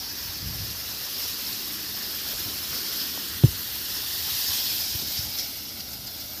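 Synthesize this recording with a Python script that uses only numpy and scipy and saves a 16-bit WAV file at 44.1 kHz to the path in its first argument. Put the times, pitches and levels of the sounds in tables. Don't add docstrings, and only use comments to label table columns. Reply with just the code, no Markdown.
import sys
import numpy as np
from scipy import signal
from scipy.fft import rfft, irfft, next_fast_len
from scipy.io import wavfile
from scipy.ndimage import uniform_filter1d, map_coordinates

SR = 44100
rng = np.random.default_rng(int(sys.argv[2]) if len(sys.argv) > 2 else 0)


def rack_gain(trim_db):
    fader = np.asarray(trim_db, float)
    return 10 ** (fader / 20)


def wav_record(signal):
    frames = np.transpose(np.atleast_2d(signal))
    bounded = np.clip(frames, -1, 1)
    quanta = np.round(bounded * 32767).astype(np.int16)
    wavfile.write(sys.argv[1], SR, quanta)


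N = 282240


def unit(x):
    return x / np.sqrt(np.mean(x ** 2) + 1e-20)


def along(points, hz):
    f, v = np.transpose(points)
    return np.interp(np.log(hz + 1), np.log(f + 1), v)


def curves(rows):
    s, *columns = np.transpose(rows)
    return [np.interp(np.arange(N) / SR, s, column) for column in columns]


def wobble(rate):
    knots = rng.standard_normal(int(N * rate / SR) + 4)
    return map_coordinates(knots, [np.arange(N) * rate / SR])


def filtered(x, response):
    m = next_fast_len(N + 8192)
    return irfft(rfft(x, m) * response(np.fft.rfftfreq(m, 1 / SR)), m)[..., :N]


def below(hz, edge_hz, order=8):
    return 1 / (1 + (hz / edge_hz) ** order)


def shaped_noise(spectrum):
    return filtered(rng.standard_normal(N), lambda f: rack_gain(along(spectrum, f)))


def patchy(source, patchy_db, size):
    z = signal.stft(source, nperseg=512)[2]
    field = uniform_filter1d(rng.standard_normal(z.shape), size[0], 0)
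    field = uniform_filter1d(field, size[1], 1)
    return signal.istft(z * rack_gain(patchy_db * unit(field)), nperseg=512)[1][:N]


def spray(crackle, streak_db):
    drops = (rng.random(N) < .01) * rng.standard_normal(N)
    noise = rng.standard_normal(N) + crackle * unit(drops)
    slow = patchy(noise, patchy_db=0.34, size=(3, 50))
    puffing = patchy(slow, patchy_db=1.0, size=(9, 4))
    return patchy(puffing, patchy_db=streak_db, size=(2, 5))


def splashes():
    # time_s, swell_db, length_s
    leaf_hits = [(1.24, 2.5, .02), (1.3, 3.5, 0.009), (1.477, 1.5, .012), (1.54, 2.5, .03),
                 (2.485, 4, .008), (2.576, 3, .008), (2.77, 5, 0.03), (3.023, 4, 0.012), (3.97, 3, 0.026),
                 (4.6, 1, .013), (5.175, 4, .0094), (5.186, 3.5, 0.011), (5.395, 9.5, .012),
                 (5.433, 2.5, 0.0074), (5.694, 4.5, 0.0049), (5.807, 7, 0.0044), (5.92, 4, .005),
                 (5.936, 8, .0045), (6.075, 6, .006), (6.212, 4.5, .0065)]
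    t = np.arange(N) / SR
    return sum(db * np.exp(-.5 * ((t - s) / max(length, .002)) ** 2) for s, db, length in leaf_hits)


def shade():
    middle_s, takes_s = 4.14, 1.5
    return np.clip((np.arange(N) / SR - middle_s) / takes_s + .5, 0, 1)


def jet():
    borders = [2640, 4880, 6500, 10560]
    # freq_hz, density_db
    port_colour = [(200, -31), (400, -8), (900, -11), (1720, -10.5), (2800, -6.5), (4300, 0), (5300, 0.5),
                   (5900, -5.5), (7600, -14.5), (10000, -15), (11500, -5.5), (12500, -3.5), (13700, -5.5),
                   (15500, -11.5)]
    # time_s, nearness_db, nozzle_aim_db
    swings = [(0, -34, -1.5), (.4, -34.5, -3), (.93, -33, -5.5), (1.2, -31, -4), (1.68, -32.5, -7),
              (1.95, -32.5, -4.5), (2.33, -30.5, -6), (2.6, -32.5, -7.5), (2.98, -30, -4),
              (3.25, -32.5, -9), (3.7, -33, -9), (4.15, -29.5, -7), (4.5, -26.5, -5.5), (4.85, -28, -3),
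              (5.25, -31, -2.5), (5.6, -35.5, -5), (6, -37.5, -7.5), (6.4, -36, -5.5)]
    usual_db, usual_aim_db = -31.5, -4.7
    near_db, aim_db = curves(swings)
    a, b, c, d = borders

    swell_db = splashes()
    bright_db = 0.32 * swell_db
    sputter_db = 0.41 * wobble(9) + .5 * wobble(20) + 0.38 * wobble(55)
    fizz_flicker_db, sizzle_flicker_db = .9 * wobble(70), .9 * wobble(70)

    def band(x, lo, hi):
        return unit(filtered(x, lambda f: (below(f, hi) - below(f, lo)) * rack_gain(along(port_colour, f))))

    def level_db(db, near, aim):
        return db + near * (near_db - usual_db) + aim * (aim_db - usual_aim_db)

    hiss_db = level_db(-37.5, 0.77, 0.78) + swell_db + 0.27 * sputter_db
    fizz_db = level_db(-34.5, 1, -0.24) + bright_db + fizz_flicker_db + 1.1 * sputter_db
    roar_db = level_db(-44.5, 0.64, -0.16) - 2.5 * shade() + 0.86 * (bright_db + sputter_db)
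    patter_db = level_db(-39.5, 1.3, -0.37) + 0.5 * (swell_db + sputter_db)
    sizzle_db = level_db(-42, 1.22, -.5) + bright_db + sizzle_flicker_db + 0.18 * sputter_db

    nozzle, crop = spray(crackle=0.16, streak_db=2.5), spray(crackle=0.27, streak_db=1.5)
    from_nozzle = rack_gain(hiss_db) * band(nozzle, b, c) + rack_gain(fizz_db) * band(nozzle, d, SR)
    from_crop = rack_gain(roar_db) * band(crop, 1, a) + rack_gain(patter_db) * band(crop, a, b)
    return from_nozzle + from_crop + rack_gain(sizzle_db) * band(crop, c, d)


def reflected(x):
    # time_s, near_delay_ms, near_share (0-1), far_delay_ms, far_share (0-1)
    paths = [(0, .6, .25, 1.14, 0.38), (.8, 0.69, 0.2, 1.1, 0.04), (2, 0.61, .32, 1.1, 0.25),
             (2.7, 0.67, 0.24, 1.36, 0.03), (3.3, 0.63, 0.54, 1.13, 0.17), (4.4, 0.64, 0.31, 1.07, 0.36),
             (5.1, 0.56, 0.06, 1.31, 0.32), (5.7, 0.26, 0.15, 1.41, 0.3), (6.4, 0.17, 0.43, 1.4, 0.5)]
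    near_ms, near, far_ms, far = curves(paths)
    dull = filtered(x, lambda f: below(f, 2520, order=4))

    def late(delay_ms):
        return map_coordinates(dull, [np.arange(N) - delay_ms * SR / 1000], order=3)

    return x + near * late(near_ms) + far * late(far_ms) - 0.1 * (near ** 2 + far ** 2) * dull


def evened(x, share):
    level = np.sqrt(np.abs(uniform_filter1d(x ** 2, 1200)) + 1e-12)
    return unit(x / level ** np.clip(share, 0, 1))


def wind():
    # time_s, level_db
    strength = [(0, -52), (.35, -46), (.7, -45.5), (.95, -52), (2.1, -52.5), (2.55, -48), (2.95, -53.5),
                (3.45, -47), (4.2, -51.5), (4.45, -49), (4.7, -49.5), (5.05, -48.5), (5.4, -51.5),
                (6.1, -49.5), (6.4, -53)]
    # freq_hz, density_db
    buffet_spectrum = [(20, -40), (33, -15), (50, -9), (80, -3.5), (140, -11), (220, -17.5), (400, -41),
                       (900, -90)]
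    level_db = curves(strength)[0] + 1.8 * wobble(12)
    return rack_gain(level_db) * evened(shaped_noise(buffet_spectrum), share=0.22)


def engine():
    # time_s, level_db
    loudness = [(0, -52.5), (1.1, -53), (1.7, -48), (3.3, -47), (4.2, -54), (5, -49.5), (6.4, -52)]
    # freq_hz, density_db
    drone_spectrum = [(90, -60), (170, -3.5), (250, -1), (310, -1), (370, -8.5), (700, -36), (1500, -90)]
    level_db = curves(loudness)[0] - 0.87 + 1.26 * wobble(25)
    return rack_gain(level_db) * unit(shaped_noise(drone_spectrum))


def puffs():
    # start_s, end_s, level_db
    gusts = [
        (0.422, 0.525, -36),
        (0.531, 0.662, -37),
        (0.678, 0.722, -41),
        (5.195, 5.3, -45),
    ]
    # freq_hz, density_db
    puff_spectrum = [(20, -51), (40, -2), (75, 5), (120, 2), (170, -4.5), (270, -13), (450, -28),
                     (900, -90)]
    t, strength = np.arange(N) / SR, np.zeros(N)
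    for start, end, db in gusts:
        strength += rack_gain(db) * np.clip(np.minimum(t - start, end - t) / 0.014 + .5, 0, 1)
    return strength * evened(shaped_noise(puff_spectrum), share=0.38)


def ticks():
    # time_s, level_db, pitch_hz
    touches = [(2.336, -33, 600), (2.73, -31, 800), (3.177, -25, 754), (4.484, -36, 603)]
    out, t = np.zeros(N + SR), np.arange(SR // 8) / SR
    for s, db, hz in touches:
        cycles = hz * (t - .005)
        tick = np.exp(-(cycles / .46) ** 2) * np.cos(2 * np.pi * cycles)
        out[round((s - .005) * SR):][:len(t)] += rack_gain(db) * tick
    return out[:N]


def knocks():
    # time_s, thump_db, thump_hz, ring_db, polarity (sign)
    blows = [
        (2.344, -36, 70, -60, 1),
        (2.454, -34, 111, -55, 1),
        (3.4359, -2.7, 138.2, -14, -1),
        (3.4505, -21, 77.5, -70, 1),
        (3.478, -22, 85, -62, 1),
        (3.51, -38, 80, -60, 1),
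        (4.491, -35, 89, -60, 1),
        (4.947, -26.5, 100, -39, -1),
        (5.022, -46, 150, -33, -1),
        (5.186, -27.5, 110, -58, -1),
    ]
    # freq_hz, level_db, t60_s
    modes = [(242, -.3, .041), (321, -3.1, .043), (362, 4, .025), (520, -7, .025), (680, -10, .015)]
    out, t = np.zeros(N + SR), np.arange(SR // 8) / SR
    ring = sum(rack_gain(db - 60 * t / t60) * np.sin(2 * np.pi * hz * t) for hz, db, t60 in modes) * t / .004
    push = 1.05 * (t / .00062 * np.exp(1 - t / .00062)) ** 2
    rough_phase = 1.5 * rng.standard_normal(len(t)).cumsum() / 4
    snap = rack_gain(-8 - 60 * t / .008) * np.sin(2 * np.pi * 3100 * t + rough_phase)
    contact = ring + push + snap
    rise_s = .0094
    sag_s = 4.19 * rise_s
    swell = (t / rise_s * np.exp(1 - t / rise_s)) ** 3
    for s, db, hz, ring_db, sign in blows:
        thump = swell * np.sin(2 * np.pi * hz * sag_s * np.arctan(t / sag_s))
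        out[round(s * SR):][:len(t)] += np.sign(sign) * rack_gain(db) * thump
        out[round((s + .0014) * SR):][:len(t)] += np.sign(sign) * rack_gain(ring_db) * contact
    return out[:N]


def scene():
    mono = reflected(jet()) + wind() + engine() + puffs() + ticks() + knocks()
    return np.array([mono, mono])


def parting():
    return [(.11, 5200), (.11, 13400), (3.25, 7600), (3.296, 11000), (3.458, 6300), (3.48, 13100),
            (3.83, 8300), (3.83, 11700), (4.48, 5100), (4.48, 9700), (5.5, 10700), (5.5, 13800)]


def band_limit(x):
    return signal.sosfilt(signal.butter(12, 16710, fs=SR, output="sos"), x)


def record(dry):
    t, side = np.arange(N) / SR, np.zeros(N)
    earlier = np.roll(dry[0], 4096)
    for s, hz in parting():
        window = np.cos(np.pi * np.clip((t - s) * SR / 2000, -.5, .5)) ** 2
        side += window * filtered(earlier, lambda f: np.abs(f - hz) < 1700 / 2)
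    parted = dry + rack_gain(-2.0) * side * [[1], [-1]]
    mix = filtered(parted, lambda f: (f < 15500) * (1 - below(f, 35, order=5)))
    return band_limit(mix)


dry = scene()
out = record(dry)
wav_record(out)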